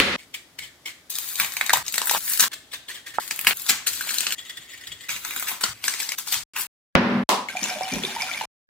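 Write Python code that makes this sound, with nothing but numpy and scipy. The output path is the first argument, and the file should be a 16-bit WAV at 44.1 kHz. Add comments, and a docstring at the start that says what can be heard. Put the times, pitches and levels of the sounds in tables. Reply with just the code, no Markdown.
"""One chop lands on a wooden board in a small kitchen. Gloved hands then slit green bananas three times, the
blade dragging and squeaking, and after each slit pull off the skin, which crackles and snaps. At 3.2 s the
knife tip pops out. Near 7 s a glass bowl is set on the board, a bottle cap pops, and water is poured,
splashing, bubbling and ringing the glass. The sound comes in short stretches, and each one stops abruptly, echo
and all."""
import sys
import numpy as np
from scipy import signal
from scipy.fft import rfft, irfft
from scipy.io import wavfile
from scipy.ndimage import uniform_filter1d

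SR = 44100
rng = np.random.default_rng(int(sys.argv[2]) if len(sys.argv) > 2 else 0)


def master_out(mix):
    """Clip the mix to full scale and print it as 16-bit PCM to the path in sys.argv[1]."""
    frames = np.transpose(np.atleast_2d(mix))
    ceiling = np.clip(frames, -1, 1)
    pcm = np.round(ceiling * 32767).astype(np.int16)
    wavfile.write(sys.argv[1], SR, pcm)


N = 383229
TIME = np.arange(N) / SR


def gain_of(db):
    """Turns decibels into a factor to multiply by."""
    return 10 ** (np.asarray(db) / 20)


def unit_power(x):
    """Scales a sound to an average power of 1."""
    return x / np.sqrt(np.mean(x ** 2) + 1e-20)


def value_at(points, hz):
    """Looks up a value between rows of (Hz, value), on a log-frequency axis."""
    known_hz, value = np.transpose(points)
    return np.interp(np.log(hz + 1), np.log(known_hz + 1), value)


def add(mix, s, sound):
    """Mixes a sound in at s seconds."""
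    part = mix[round(s * SR):][:len(sound)]
    part += sound[:len(part)]


def click(colour, lo_hz=10, hi_hz=20000):
    """A sharp click with the given tone colour, fading below lo_hz and above hi_hz."""
    hz = abs(np.fft.fftfreq(4096, 1 / SR)) + 1
    edges = np.sqrt((1 + (lo_hz / hz) ** 8) * (1 + (hz / hi_hz) ** 12))
    log_gain = np.log(gain_of(value_at(colour, hz)) / edges + 1e-6)
    phase = -signal.hilbert(log_gain).imag  # packs the energy at the start
    taps = np.fft.ifft(np.exp(log_gain + 1j * phase)).real[:2048]
    return taps / np.linalg.norm(taps)


def level_curve(times, db):
    """A gain that passes through the given levels and is silent outside them."""
    return gain_of(np.interp(TIME, times, db)) * (TIME > times[0] - .004) * (TIME < times[-1] + .004)


def swells(rows, rise_s, fall_s):
    """A gain that climbs to each peak (seconds, dB) and dies away after it."""
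    out, t = np.zeros(N), np.arange(-SR // 8, SR // 3) / SR
    shape = np.exp(np.where(t < 0, t / rise_s, -t / fall_s))
    for s, db in rows:
        add(out, s + t[0], gain_of(db) * shape)
    return out


def grains(per_s, spread_db):
    """Tiny clicks at random moments; a few are large."""
    sizes = gain_of(spread_db * np.minimum(rng.exponential(1, N), 4))
    return unit_power(sizes * rng.standard_normal(N) * (rng.random(N) < per_s / SR))


def ring(hz, t60, glide=0., size=SR // 2):
    """A tone that may slide in pitch; its ring time t60 is the seconds it takes to fall 60 dB."""
    t = np.arange(size) / SR
    return gain_of(-60 * t / t60) * np.sin(2 * np.pi * hz * (t + glide * t ** 2 / t60))


def resonate(x, peaks):
    """Lets a sound ring an object's notes, each given as (Hz, width in Hz, dB)."""
    return sum(gain_of(db) * signal.lfilter(*signal.iirpeak(hz, hz / width, SR), x)
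               for hz, width, db in peaks)


def moving_resonance(x, hz, width_hz):
    """A resonance that follows the pitch curve hz: shift down, smooth, shift back."""
    turn = np.exp(2j * np.pi * np.cumsum(hz) / SR)
    keep = np.exp(-np.pi * width_hz / SR)
    return 2 * (turn * signal.lfilter([1 - keep], [1, -keep], x / turn)).real


def squeeze(x, knee_db, hold_s):
    """Turns down whatever is louder than knee_db, so a blow's echo stands out more."""
    keep = np.exp(-1 / (hold_s * SR))
    power_db = 10 * np.log10(signal.lfilter([1 - keep], [1, -keep], (x ** 2).mean(0)) + 1e-12)
    return x / gain_of(np.maximum(power_db - knee_db, 0))


# How alike the room sounds left and right. Each row: frequency in Hz, likeness from 0 to 1.
LIKENESS = [(60, 1), (400, 0.84), (1000, 0.64), (2400, 0), (8000, 0.22)]
def stereo_pair(spectra):
    """Blends two unrelated noises into left and right, most alike in the bass."""
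    same = value_at(LIKENESS, np.linspace(0, SR / 2, spectra.shape[1]))[:, None]
    return np.array([spectra[0], same * spectra[0] + np.sqrt(1 - same ** 2) * spectra[1]])


# The tone colour of the quiet room. Each row: frequency in Hz, level in dB.
AIR_COLOUR = [(53, -44), (90, -9), (197, -12), (268, -6.5), (493, -13.5), (613, -12), (948, -15.5),
              (1990, -15.5), (2530, -20), (3290, -16), (14500, -26.5), (15400, -26), (16500, -45)]
def air():
    """The quiet hiss and rumble of the kitchen."""
    hz, _, noise = signal.stft(rng.standard_normal((2, N)), SR, nperseg=2048)
    coloured = stereo_pair(noise) * gain_of(value_at(AIR_COLOUR, hz))[:, None]
    return gain_of(-56.5) * unit_power(signal.istft(coloured, SR)[1][:, :N])


# Bumps of the counter. Each row: time in seconds, level in dB.
BUMPS = [(.62, -56), (1.41, -53), (1.77, -44), (2.12, -70), (2.77, -63), (3.47, -46), (3.71, -55),
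         (3.92, -55), (4.6, -61), (4.9, -53), (5.14, -55), (5.7, -45.5), (6.38, -49), (7.65, -58),
         (7.95, -43), (8.2, -60.5)]
def counter_rumble():
    """Dull low noise carried by the counter, swelling at each bump."""
    band = signal.butter(3, [42, 150], "band", fs=SR, output="sos")
    level = gain_of(-68) + swells(BUMPS, rise_s=0.016, fall_s=0.032)
    return level * unit_power(signal.sosfilt(band, rng.standard_normal(N)))


# How long the kitchen echoes. Each row: frequency in Hz, ring time in seconds.
ECHO_TIMES = [(100, 0.56), (400, 0.38), (1000, 0.47), (2500, 0.42), (6000, 0.4), (14000, 0.24)]
def kitchen_echo(tail_db, right_delay):
    """Direct sound (right_delay samples later on the right), scatter off board and hands, then a tail."""
    hz, t, noise = signal.stft(rng.standard_normal((2, SR * 2 // 5)), SR, nperseg=256)
    decay = gain_of(-60 * t / value_at(ECHO_TIMES, hz)[:, None])
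    tail = signal.istft(stereo_pair(noise) * decay, SR, nperseg=256)[1]
    age = np.arange(tail.shape[1]) / SR
    scatter = tail * np.exp(-age / 0.0011) * (age > .0002)
    tail *= 1 - np.exp(-age / 0.0018)
    echo = gain_of(tail_db) * tail / np.linalg.norm(tail[0])
    echo += gain_of(1.5) * scatter / np.linalg.norm(scatter[0])
    echo[[0, 1], [0, right_delay]] += 1
    return echo / np.linalg.norm(echo[0])


# The notes of the wooden board. Each row: pitch in Hz, level in dB, ring time in seconds.
BOARD_NOTES = [(104.2, -26.5, 0.71), (139, -28, 0.76), (198, -8, 0.76), (241.3, -7, 0.77),
               (324, -12.5, 0.42), (396, -13, 0.57), (562, -18, 0.56)]
# The tone colours of the chop, the bowl and the cap. Each row: frequency in Hz, level in dB.
CHOP_TONE = [(24, -57), (40, 1), (156, -17), (196, -2.5), (293, -7.5), (564, -2.5), (623, -12.5),
             (2090, -1.5), (4120, -7.5), (5580, -18.5), (14500, -28), (16500, -59)]
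BOWL_TONE = [(24, -75), (40, -32.5), (239, -4.5), (285, -13.5), (550, -11), (672, -15), (1990, -16.5),
             (5440, -35), (16500, -99)]
CAP_TONE = [(59, -81), (100, -52), (186, -15.5), (684, -11), (1000, -3), (1510, -19), (3540, -17),
            (13600, -31), (15500, -33), (16500, -34.5)]
# The three blows. Each row: start in seconds, strength in dB, board ring in dB on top of that, colour.
BLOWS = [(0.0011, 54, -45, CHOP_TONE), (6.953, 34, -32.5, BOWL_TONE), (7.291, 14.7, -49.5, CAP_TONE)]
def blow(s, db, ring_db, colour, first, last):
    """A hard contact fills the kitchen while the board rings close by; heard from sample first to last."""
    contact, board = np.zeros(N), np.zeros(N)
    add(contact, s, gain_of(db) * click(colour, lo_hz=88))
    notes = sum(gain_of(note_db) * ring(hz, t60) for hz, note_db, t60 in BOARD_NOTES)
    add(board, s, gain_of(db + ring_db) * notes)
    echo = kitchen_echo(tail_db=10.5, right_delay=0)
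    return signal.fftconvolve(contact[None, first:last], echo, axes=1)[:, :last - first] + board[first:last]


# The strength of the stream. Each row: time in seconds, level in dB.
FLOW = [(7.488, -36.5), (7.554, -44.5), (7.57, -35.5), (7.602, -37.5), (7.634, -29.5), (7.804, -40),
        (7.948, -34), (8.026, -39.5), (8.034, -34), (8.178, -38.5), (8.228, -33), (8.254, -37), (8.37, -36),
        (8.452, -39.5)]
# The tone colour of the splash. Each row: frequency in Hz, level in dB.
SPLASH_COLOUR = [(180, -43), (300, -27), (427, -21), (671, -11), (742, -5.5), (1150, -10), (1430, -9),
                 (1990, -10.5), (2360, -3.5), (2700, -6.5), (7130, -12.5), (14900, -20.5), (16500, -36)]
# The notes of the bowl. Each row: pitch in Hz, width in Hz, level in dB.
GLASS_NOTES = [(740, 40, -14), (1550, 51, -5), (2300, 159, -6), (2934, 31, 11), (3500, 54, -6),
               (5120, 63, -12)]
# Water slapping the glass. 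Each row: start in seconds, level in dB, droplet pitch in Hz.
WATER_SLAPS = [(7.4854, -31, 7360), (7.5447, -42, 7160), (7.5692, -25, 6540), (7.6315, -13, 5900),
               (7.64, -11, 6940), (7.7004, -21, 5350), (7.8106, -30, 5430), (7.8336, -21, 5300),
               (7.853, -34, 2920), (7.9039, -29, 3180), (7.9378, -17.5, 5750), (8.0356, -19, 3360),
               (8.0501, -16, 3600), (8.1628, -38, 3570), (8.1868, -36, 3440), (8.2207, -15, 4940),
               (8.3364, -26, 3470), (8.3714, -38, 3900), (8.4108, -26, 2820)]
# Gulps from the bottle thumping on the bottom. Each row: time in seconds, level in dB.
GULPS = [(7.49, -54), (7.63, -34.5), (7.77, -53), (7.935, -24.5), (7.975, -31), (8.05, -54)]
# Big bubbles, then drops ringing the rim.
# Each row: start in seconds, level in dB, pitch in Hz, ring time in seconds.
BIG_BUBBLES = [(7.494, -26, 1540, 0.044), (7.552, -28, 733, 0.18), (7.693, -21, 1524, 0.04),
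               (7.709, -28.5, 731, 0.25), (7.758, -24.5, 610, 0.11), (7.809, -22, 749, 0.14),
               (7.87, -30, 760, 0.1), (7.88, -36, 1470, 0.1), (8.04, -33.5, 374, 0.21),
               (8.083, -32, 844, 0.067), (8.164, -27, 917, 0.1), (8.229, -31.5, 753, 0.19),
               (8.288, -26.5, 1377, 0.052), (8.412, -23.5, 878, 0.079), (8.44, -32, 647, 0.06),
               (8.443, -35.5, 980, 0.074)]
RIM_PINGS = [(7.4864, -25, 2170, 0.049), (7.5697, -19, 2400, 0.024), (7.6444, -18, 2660, 0.021),
             (7.6999, -26, 2330, 0.05), (7.8346, -24, 2340, 0.03), (7.8526, -27, 2930, 0.027),
             (7.9234, -26, 2380, 0.044), (8.0356, -26.5, 2420, 0.044), (8.2043, -25, 2270, 0.061),
             (8.2222, -14.5, 2380, 0.049), (8.313, -27, 2290, 0.05), (8.3444, -22, 2120, 0.03),
             (8.3744, -20.5, 2315, 0.062)]
def water():
    """Droplets ring the glass, the falling water thumps the board, and bubbles chirp upward."""
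    start, end = FLOW[0][0], FLOW[-1][0]
    drops = level_curve(*np.transpose(FLOW)) * grains(per_s=7800, spread_db=4.5)
    for s, db, _ in WATER_SLAPS:
        add(drops, s, gain_of(db - 2.5) * rng.standard_normal(40) * np.exp(-np.arange(40) / 4.3))
    splash = signal.oaconvolve(drops, click(SPLASH_COLOUR))[:N]
    out = splash + gain_of(-14) * resonate(splash, GLASS_NOTES)
    for s, db, hz in WATER_SLAPS:
        add(out, s, gain_of(db + 1.5) * ring(hz, t60=49 / hz, glide=0.073, size=2000))
    board = [(hz, 70, db) for hz, db, _ in BOARD_NOTES]
    weight = (gain_of(-59.5) + swells(GULPS, rise_s=0.0063, fall_s=0.032)) * (TIME > start)
    patter = grains(per_s=330, spread_db=0.5)
    out += weight * unit_power(resonate(resonate(patter, board), board))
    attack = 1 - np.exp(-np.arange(9000) / 21.4)
    for s, db, hz, t60 in BIG_BUBBLES + RIM_PINGS:
        # the level wavers as the surface keeps breaking
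        churn = 1 + 0.45 * unit_power(uniform_filter1d(rng.standard_normal(9000), 250))
        add(out, s, gain_of(db) * churn * attack * ring(hz, t60, glide=0.026, size=9000))
    for when, pitch, strength in rng.random((120, 3)):  # small bubbles
        hz = 1300 * 4.6 ** pitch
        bubble = ring(hz, t60=34 / hz, glide=0.19, size=3000)
        add(out, start + when * (end - start), gain_of(-47.5 + 17 * strength) * bubble)
    return out


# Cuts along the skin. Each row: start and end in seconds, steady drag in dB, pitch of the slit in Hz.
SKIN_SLITS = [(.165, 1.11, -88, 2170), (2.48, 3.196, -63, 1670), (4.35, 5.073, -52, 1950)]
# Jerks of the blade. Each row: time in seconds, level in dB, length in seconds, squeak pitch in Hz.
BLADE_JERKS = [(0.185, -34.5, 0.021, 2240), (0.344, -17.5, 0.0051, 2380), (0.591, -17.5, 0.0014, 2220),
               (0.621, -28, 0.02, 2190), (0.859, -21, 0.018, 2210), (2.519, -26.5, 0.004, 3370),
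               (2.534, -17.5, 0.004, 3290), (2.719, -32, 0.006, 3500), (2.734, -18, 0.0067, 3630),
               (2.886, -22, 0.015, 3230), (2.917, -32, 0.0022, 1925), (2.946, -27, 0.015, 3270),
               (3.064, -25, 0.017, 1840), (3.14, -28.5, 0.014, 1810), (4.384, -28.5, 0.011, 3380),
               (4.452, -34, 0.011, 3800), (4.498, -23.5, 0.0041, 3400), (4.574, -25, 0.0035, 3470),
               (4.622, -41, 0.0094, 2200), (4.691, -35, 0.027, 2230), (4.737, -36, 0.0066, 2250),
               (4.778, -33.5, 0.003, 2360), (4.813, -33.5, 0.0037, 1600), (4.839, -36, 0.0061, 1920),
               (4.873, -25.5, 0.0051, 2170), (4.921, -24.5, 0.0035, 3290), (5.008, -31, 0.0058, 1800),
               (5.037, -35.5, 0.011, 2010)]
# The tone colour of the scraping blade. Each row: frequency in Hz, level in dB.
BLADE_COLOUR = [(180, -44), (300, -18), (326, -16.5), (848, -21.5), (1150, -13.5), (1360, -14), (1870, -3),
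                (2320, -7.5), (3300, -3), (5930, -12), (7760, -7), (10700, -16.5), (13900, -13.5),
                (15700, -16.5), (16500, -37)]
def knife():
    """Gritty rubbing that swells at each jerk of the blade and squeaks in the slit."""
    jerks, t = np.array(BLADE_JERKS), np.arange(3000) / SR
    force = gain_of(-19) * swells(jerks[:, :2], rise_s=0.0044, fall_s=0.015)  # slides on and slows
    for s, db, length, _ in BLADE_JERKS:
        progress = t / max(length, .002)
        add(force, s - .004, gain_of(db - 14) * progress * np.exp(1 - progress))
    drag = sum(level_curve((start, end), (db, db)) for start, end, db, _ in SKIN_SLITS)
    force = (force + drag) * (drag > 0)
    grit = signal.oaconvolve(force * grains(per_s=12000, spread_db=1), click(BLADE_COLOUR))[:N]
    jerk_s, _, _, squeak_hz = jerks.T
    latest_jerk = np.maximum(np.searchsorted(jerk_s, TIME + 0.015) - 1, 0)
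    squeak = moving_resonance(grit, squeak_hz[latest_jerk], width_hz=59)
    _, ends, _, slit_hz = np.transpose(SKIN_SLITS)
    slit = moving_resonance(grit, slit_hz[np.searchsorted(ends[:-1], TIME)], width_hz=120)
    return grit + gain_of(9.5) * squeak + gain_of(-0.5) * slit


def tip_pop():
    """The knife tip springs out of the skin with a hollow ring and a knock."""
    hollow = ring(hz=900, t60=0.021, glide=-0.023, size=2000)
    knock = ring(hz=1350, t60=0.0066, size=2000)
    attack = 1 - np.exp(-TIME[:2000] / 0.00072)
    out = np.zeros(N)
    add(out, s=3.1846, sound=gain_of(-4.5) * (hollow + 2.3 * knock) * attack)
    return out


# Skin tearing from the flesh, one list for each pull. Each row: time in seconds, force in dB,
# then the dB added to that force for the hollow under the skin and for the glove.
SKIN_PULLS = [
    [(1.1, -37, -7.5, 1.5), (1.37, -40.5, -2.5, 8), (1.406, -28, 5.5, 0), (1.502, -45, -2, 6.5),
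     (1.706, -42, 2, 2), (1.726, -77, 8, 1), (1.732, -17.5, 1, 0), (1.826, -77, 6, 2)],
    [(1.834, -51, 2.5, -2), (1.884, -35, -3, -4), (1.908, -47, -5, -1), (1.948, -36, -2, 4),
     (2.022, -42, 2.5, 1), (2.042, -46, -4, 14), (2.11, -33, -1, 3), (2.178, -32, 6, 2)],
    [(2.186, -33, -11, 4), (2.2, -40.5, -5, 5), (2.306, -34, 0.5, 10.5), (2.346, -33.5, -0.5, 6),
     (2.386, -41, 0, 2), (2.398, -24.5, -1, 7), (2.438, -22, 1.5, 0), (2.479, -50, 5, 0)],
    [(3.202, -37.5, 0.5, 4), (3.302, -48, -1, 1), (3.308, -34.5, -3.5, 6), (3.358, -46, -3, 2),
     (3.462, -46.5, 5, 4), (3.47, -25, 10, 1), (3.484, -26, 1, 7), (3.531, -40, 6, 1)],
    [(3.539, -47, -5, 7), (3.593, -40.5, -3, 3), (3.639, -45, -1, 7), (3.681, -34, -9, -2),
     (3.695, -16, -1, -3.5), (3.733, -36.5, 4.5, -2), (3.857, -57, 5, -6), (3.862, -47.5, -5, 1)],
    [(3.868, -31.5, 5, 6), (3.88, -26, -3, 0), (3.914, -40, -1, 7), (3.936, -34.5, -8, 1),
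     (4.068, -39, 5, 1), (4.1, -33, -2, 0), (4.332, -37, 0, 0), (4.346, -41, -1, 2)],
    [(5.088, -39.5, 5, 5), (5.106, -29, 0.5, -5), (5.21, -48.5, 1, 5), (5.262, -39.5, 3.5, 3.5),
     (5.468, -41, 2.5, 3.5), (5.482, -30.5, 3.5, 5.5), (5.596, -52, 4, 0), (5.606, -51, -1, 2)],
    [(5.612, -32.5, 2, 2), (5.628, -41, 3, 8), (5.638, -24, 5, -8), (5.65, -32.5, 4, 0),
     (5.731, -46, 0.5, -4)],
    [(5.739, -50, 3, -6), (5.813, -57, 4, 1), (5.847, -31.5, -2, 2), (5.985, -38, -1, -3),
     (5.997, -30, -4, -1), (6.083, -43, 1, 4), (6.089, -39, 0, -3), (6.148, -44, 5, -3)],
    [(6.156, -49, -3, -1), (6.172, -52, -9, 0), (6.186, -27.5, -5.5, -0.5), (6.25, -58.5, 1, 4),
     (6.272, -34, -7, 1), (6.31, -35, -8, 1), (6.326, -24.5, 1.5, 3), (6.433, -43, -7, -14)],
    [(6.538, -46, -1, -8), (6.544, -52, 3, -6), (6.566, -35, 7, 3), (6.618, -32, -1.5, 7.5),
     (6.666, -52, 4, 3)],
]
# Clear snaps of the skin.
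# Each row: time in seconds, crack in dB, pitch of the loose flap in Hz, flap in dB, wet tick in dB.
SKIN_SNAPS = [(1.1024, -30.5, 2180, -60, -16.5), (1.1544, -18, 3030, -47, -22),
              (1.185, -20.5, 1970, -39, -19), (1.288, -29, 2370, -37, -21), (1.3558, -16.5, 2550, -30, -24),
              (1.3995, -16, 2430, -11, -6), (1.4306, -35, 1890, -26, -34.5), (1.4466, -18, 2250, -17, -28),
              (1.5209, -22, 1900, -30, -32), (1.568, -12, 2240, -15, -16), (1.6115, -19, 2180, -7.5, -19),
              (1.663, -13, 2400, -27, -19.5), (1.695, -11, 2100, -9, -20), (1.704, -38, 1800, -12, -20),
              (1.734, -5.5, 956, -11, -23.5), (1.7584, -34.5, 1980, -13.5, -15),
              (1.7709, -31, 1100, -17, -11.5), (1.8647, -22, 2320, -42, -33.5),
              (1.881, -12.5, 2110, -31, -20), (1.924, -23, 2670, -44.5, -16),
              (1.941, -12, 1950, -23, -19.5), (1.9567, -18.5, 1880, -25, -20.5),
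              (1.9804, -9, 1820, -11, -12), (2.004, -30, 1860, -37, -29), (2.0168, -10, 980, -17.5, -29),
              (2.0572, -33, 1890, -33, -13), (2.072, -23, 1840, -20.5, -5.5), (2.0956, -6, 1880, -13, -16),
              (2.1117, -15, 950, -17, -5), (2.1379, -28.5, 940, -19, -10), (2.1485, -29, 930, -11.5, -25),
              (2.1666, -33, 990, -35, -18), (2.206, -26, 1370, -45, -33.5), (2.2785, -21, 1740, -29, -20),
              (2.2983, -29, 2780, -51, -13), (2.32, -38, 1770, -45, -12), (2.3354, -15, 2300, -37, -15),
              (2.35, -25, 2520, -46, -17), (2.3746, -12.5, 1520, -37, -10), (2.3965, -2, 1480, -18, -10),
              (2.4059, -4, 1700, -18, -9.5), (2.4284, -18, 1670, -18, -13),
              (2.4388, -13, 1250, -14.5, -22.5), (3.2777, -26, 2760, -32, -19.5),
              (3.31, -13.5, 2600, -14.5, -28), (3.3614, -31, 2360, -40, -18), (3.391, -30, 2660, -19, -13),
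              (3.4123, -29.5, 2630, -27, -12.5), (3.4477, -32, 2760, -18, -17), (3.47, -30, 2710, -2.5, -6),
              (3.5094, -29.5, 2640, -9.5, -30.5), (3.5704, -33, 2650, -47, -18),
              (3.5972, -26, 2750, -43, -26), (3.6187, -32, 3140, -48, -23), (3.6641, -18.5, 3130, -26, -24),
              (3.694, -6.5, 2380, -14.5, -22.5), (3.7094, -28, 2260, -41, -34),
              (3.8703, -8.5, 1920, -22, -12.5), (3.9324, -19, 2880, -41.5, -18),
              (4.0093, -28.5, 1540, -23.5, -18.5), (4.0721, -29, 966, -32.5, -17),
              (4.0916, -17, 2400, -24.5, -29), (4.1067, -19.5, 1700, -24, -31),
              (4.1415, -16.5, 2080, -31, -15), (4.1604, -27, 2910, -35, -29),
              (4.184, -11.5, 2890, -28, -14), (4.2062, -12.5, 2700, -18, -12), (4.23, -23, 2800, -28, -28),
              (4.2678, -9, 2840, -13, -36), (4.3065, -20, 2900, -19.5, -23),
              (4.3233, -11, 2860, -19, -14.5), (5.0918, -21, 2330, -23, -36), (5.1627, -27, 2940, -24, -30),
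              (5.2492, -21, 1340, -27, -25), (5.309, -35, 2180, -29, -46),
              (5.3632, -19.5, 1510, -23.5, -17), (5.3764, -38, 3130, -43, -25),
              (5.3974, -35, 2220, -42, -13), (5.4252, -18.5, 1260, -24, -22), (5.4724, -23, 1700, -29, -30),
              (5.4857, -24.5, 1460, -30.5, -20.5), (5.5154, -34, 1040, -22.5, -22),
              (5.6381, -6.5, 1280, -16.5, -43), (5.8403, -19.5, 2920, -16.5, -27),
              (5.881, -7, 1570, -15.5, -39), (5.9389, -16.5, 2120, -24, -61.5),
              (6.0016, -17, 2630, -18, -31), (6.0294, -20, 1510, -50, -38.5),
              (6.0905, -11.5, 2120, -26, -38), (6.1196, -14, 2300, -18.5, -22),
              (6.1832, -21, 1360, -40, -36), (6.2745, -18.5, 1470, -31, -40), (6.3247, -12, 3070, -40, -21),
              (6.343, -14, 2850, -19.5, -37), (6.564, -23, 2730, -22.5, -29)]
# The tone colour of breaking fibres. Each row: frequency in Hz, level in dB.
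FIBRE_COLOUR = [(120, -57), (200, -29), (259, -3.5), (382, -14.5), (715, -13), (943, -5.5), (1130, -4),
                (2160, -2), (3310, -4), (4210, -5), (5350, -9.5), (7880, -4), (10200, -5), (15300, -1),
                (16500, -31)]
def peel():
    """Fibres part in a dense crackle; each snap is a knock of the flap and a spray of cracks."""
    pulls = [np.transpose(pull) for pull in SKIN_PULLS]
    force = sum(level_curve(s, db) for s, db, _, _ in pulls)
    hollow_force = sum(level_curve(s, db + extra) for s, db, extra, _ in pulls)
    glove_force = sum(level_curve(s, db + extra) for s, db, _, extra in pulls)
    snap_s, crack_dbs, flap_hz, flap_dbs, tick_dbs = np.transpose(SKIN_SNAPS)
    shared = grains(per_s=800, spread_db=5.5)

    def crackle(pull, snap_dbs):
        """Small breaks follow the pull, and the skin rips on briefly after each snap."""
        rip = gain_of(-14) * swells(zip(snap_s, snap_dbs), rise_s=.001, fall_s=0.0091) * (force > 0)
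        return (pull + rip) * (0.32 * shared + 0.63 * grains(per_s=9000, spread_db=1.5))

    fibres = crackle(gain_of(3.5) * force, crack_dbs)
    hollow = crackle(gain_of(-0.5) * hollow_force, flap_dbs)
    glove = crackle(gain_of(2.5) * glove_force, tick_dbs)
    knocks = np.zeros(N)
    for s, crack_db, hz, flap_db, tick_db in SKIN_SNAPS:
        noise = rng.standard_normal((2, 300))
        spray = noise * abs(noise) * np.exp(-TIME[:300] / 0.00099)
        spray *= gain_of(5.5) / abs(spray).max(1, keepdims=True)
        add(fibres, s, gain_of(crack_db) * spray[0])
        add(glove, s, gain_of(tick_db) * spray[1])
        add(knocks, s, gain_of(flap_db) * ring(hz, t60=14.6 / hz, size=600))
    no_bass = signal.butter(2, 550, "high", fs=SR, output="sos")  # the knocks carry no bass
    knocks = gain_of(5) * signal.sosfilt(no_bass, knocks)
    board = gain_of(5.5) * resonate(hollow, [(hz, 45, db) for hz, db, _ in BOARD_NOTES])  # pulls shake it
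    cracks = signal.oaconvolve(fibres, click(FIBRE_COLOUR, lo_hz=3700, hi_hz=8100))[:N]
    body = signal.oaconvolve(hollow, click(FIBRE_COLOUR, lo_hz=730, hi_hz=5600))[:N]
    ticks = signal.oaconvolve(glove, click(FIBRE_COLOUR, lo_hz=7600))[:N]
    hollow_ring = gain_of(-7.5) * moving_resonance(body, np.interp(TIME, snap_s, flap_hz), width_hz=700)
    return knocks + board + cracks + body + ticks + hollow_ring


# The stretches of sound, with silence in any gaps. Each row: start in seconds, end in seconds.
STRETCHES = [(0, .163), (.163, 1.097), (1.097, 1.83), (1.83, 2.182), (2.182, 2.483), (2.483, 3.184),
             (3.184, 3.199), (3.199, 3.535), (3.535, 3.866), (3.866, 4.35), (4.35, 5.085), (5.085, 5.61),
             (5.61, 5.735), (5.735, 6.152), (6.152, 6.437), (6.535, 6.67), (6.952, 7.237), (7.29, 7.485),
             (7.485, 8.455)]
def scene():
    """Mixes everything; each stretch has its own echo and is cut off at both ends."""
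    close = peel() + knife() + tip_pop() + water()
    background = air() + 0.89 * counter_rumble()
    out = np.zeros((2, N))
    turn = np.pi * 13 * TIME
    for start, end in STRETCHES:
        first, last = round(start * SR), round(end * SR)
        size, mix = last - first, background[:, first:last].copy()
        # six echoes blend in turn, so the room sounds smooth, with no fixed ringing pitch
        for k, delay in enumerate((1, 2, 4, 2, 3, 2)):
            share = 0.75 * np.cos(turn[first:last] + k * np.pi / 6) ** 6
            echo = kitchen_echo(tail_db=-2, right_delay=delay)
            mix += signal.fftconvolve((close[first:last] * share)[None], echo, axes=1)[:, :size]
        for s, db, ring_db, colour in BLOWS:
            if start <= s < end:
                mix += squeeze(blow(s, db, ring_db, colour, first, last), knee_db=-19.5, hold_s=0.024)
        fade = np.minimum(np.arange(size, 0, -1) / 60, 1) * np.minimum(np.arange(size) / 20, 1)
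        out[:, first:last] = mix * fade
    return out


# How the sound leans to one side. Each row: frequency in Hz, left over right in dB.
LEFT_LEAN = [(60, 3), (180, 2.5), (550, 1), (1650, -2.5), (4970, 5), (15000, 1.5)]
def record(dry):
    """The hands' treble leans left; deep bass is lost, peaks are clipped, and sound stops at 16 kHz."""
    lean = gain_of(value_at(LEFT_LEAN, np.fft.rfftfreq(N, 1 / SR)) / 2)
    aside = irfft(rfft(dry) * [lean, 1 / lean], N)
    placed = np.where(TIME < 6.8, aside, 0.45 * aside + 0.8 * dry)  # the bowl is nearer the middle
    low_cut = signal.butter(2, 40, "high", fs=SR, output="sos")
    clipped = np.clip(signal.sosfilt(low_cut, placed), -1, 1)
    high_cut = signal.firwin(511, 16000, window=("kaiser", 9), fs=SR)
    return signal.oaconvolve(clipped, high_cut[None], "same")


dry = scene()
out = record(dry)
master_out(out)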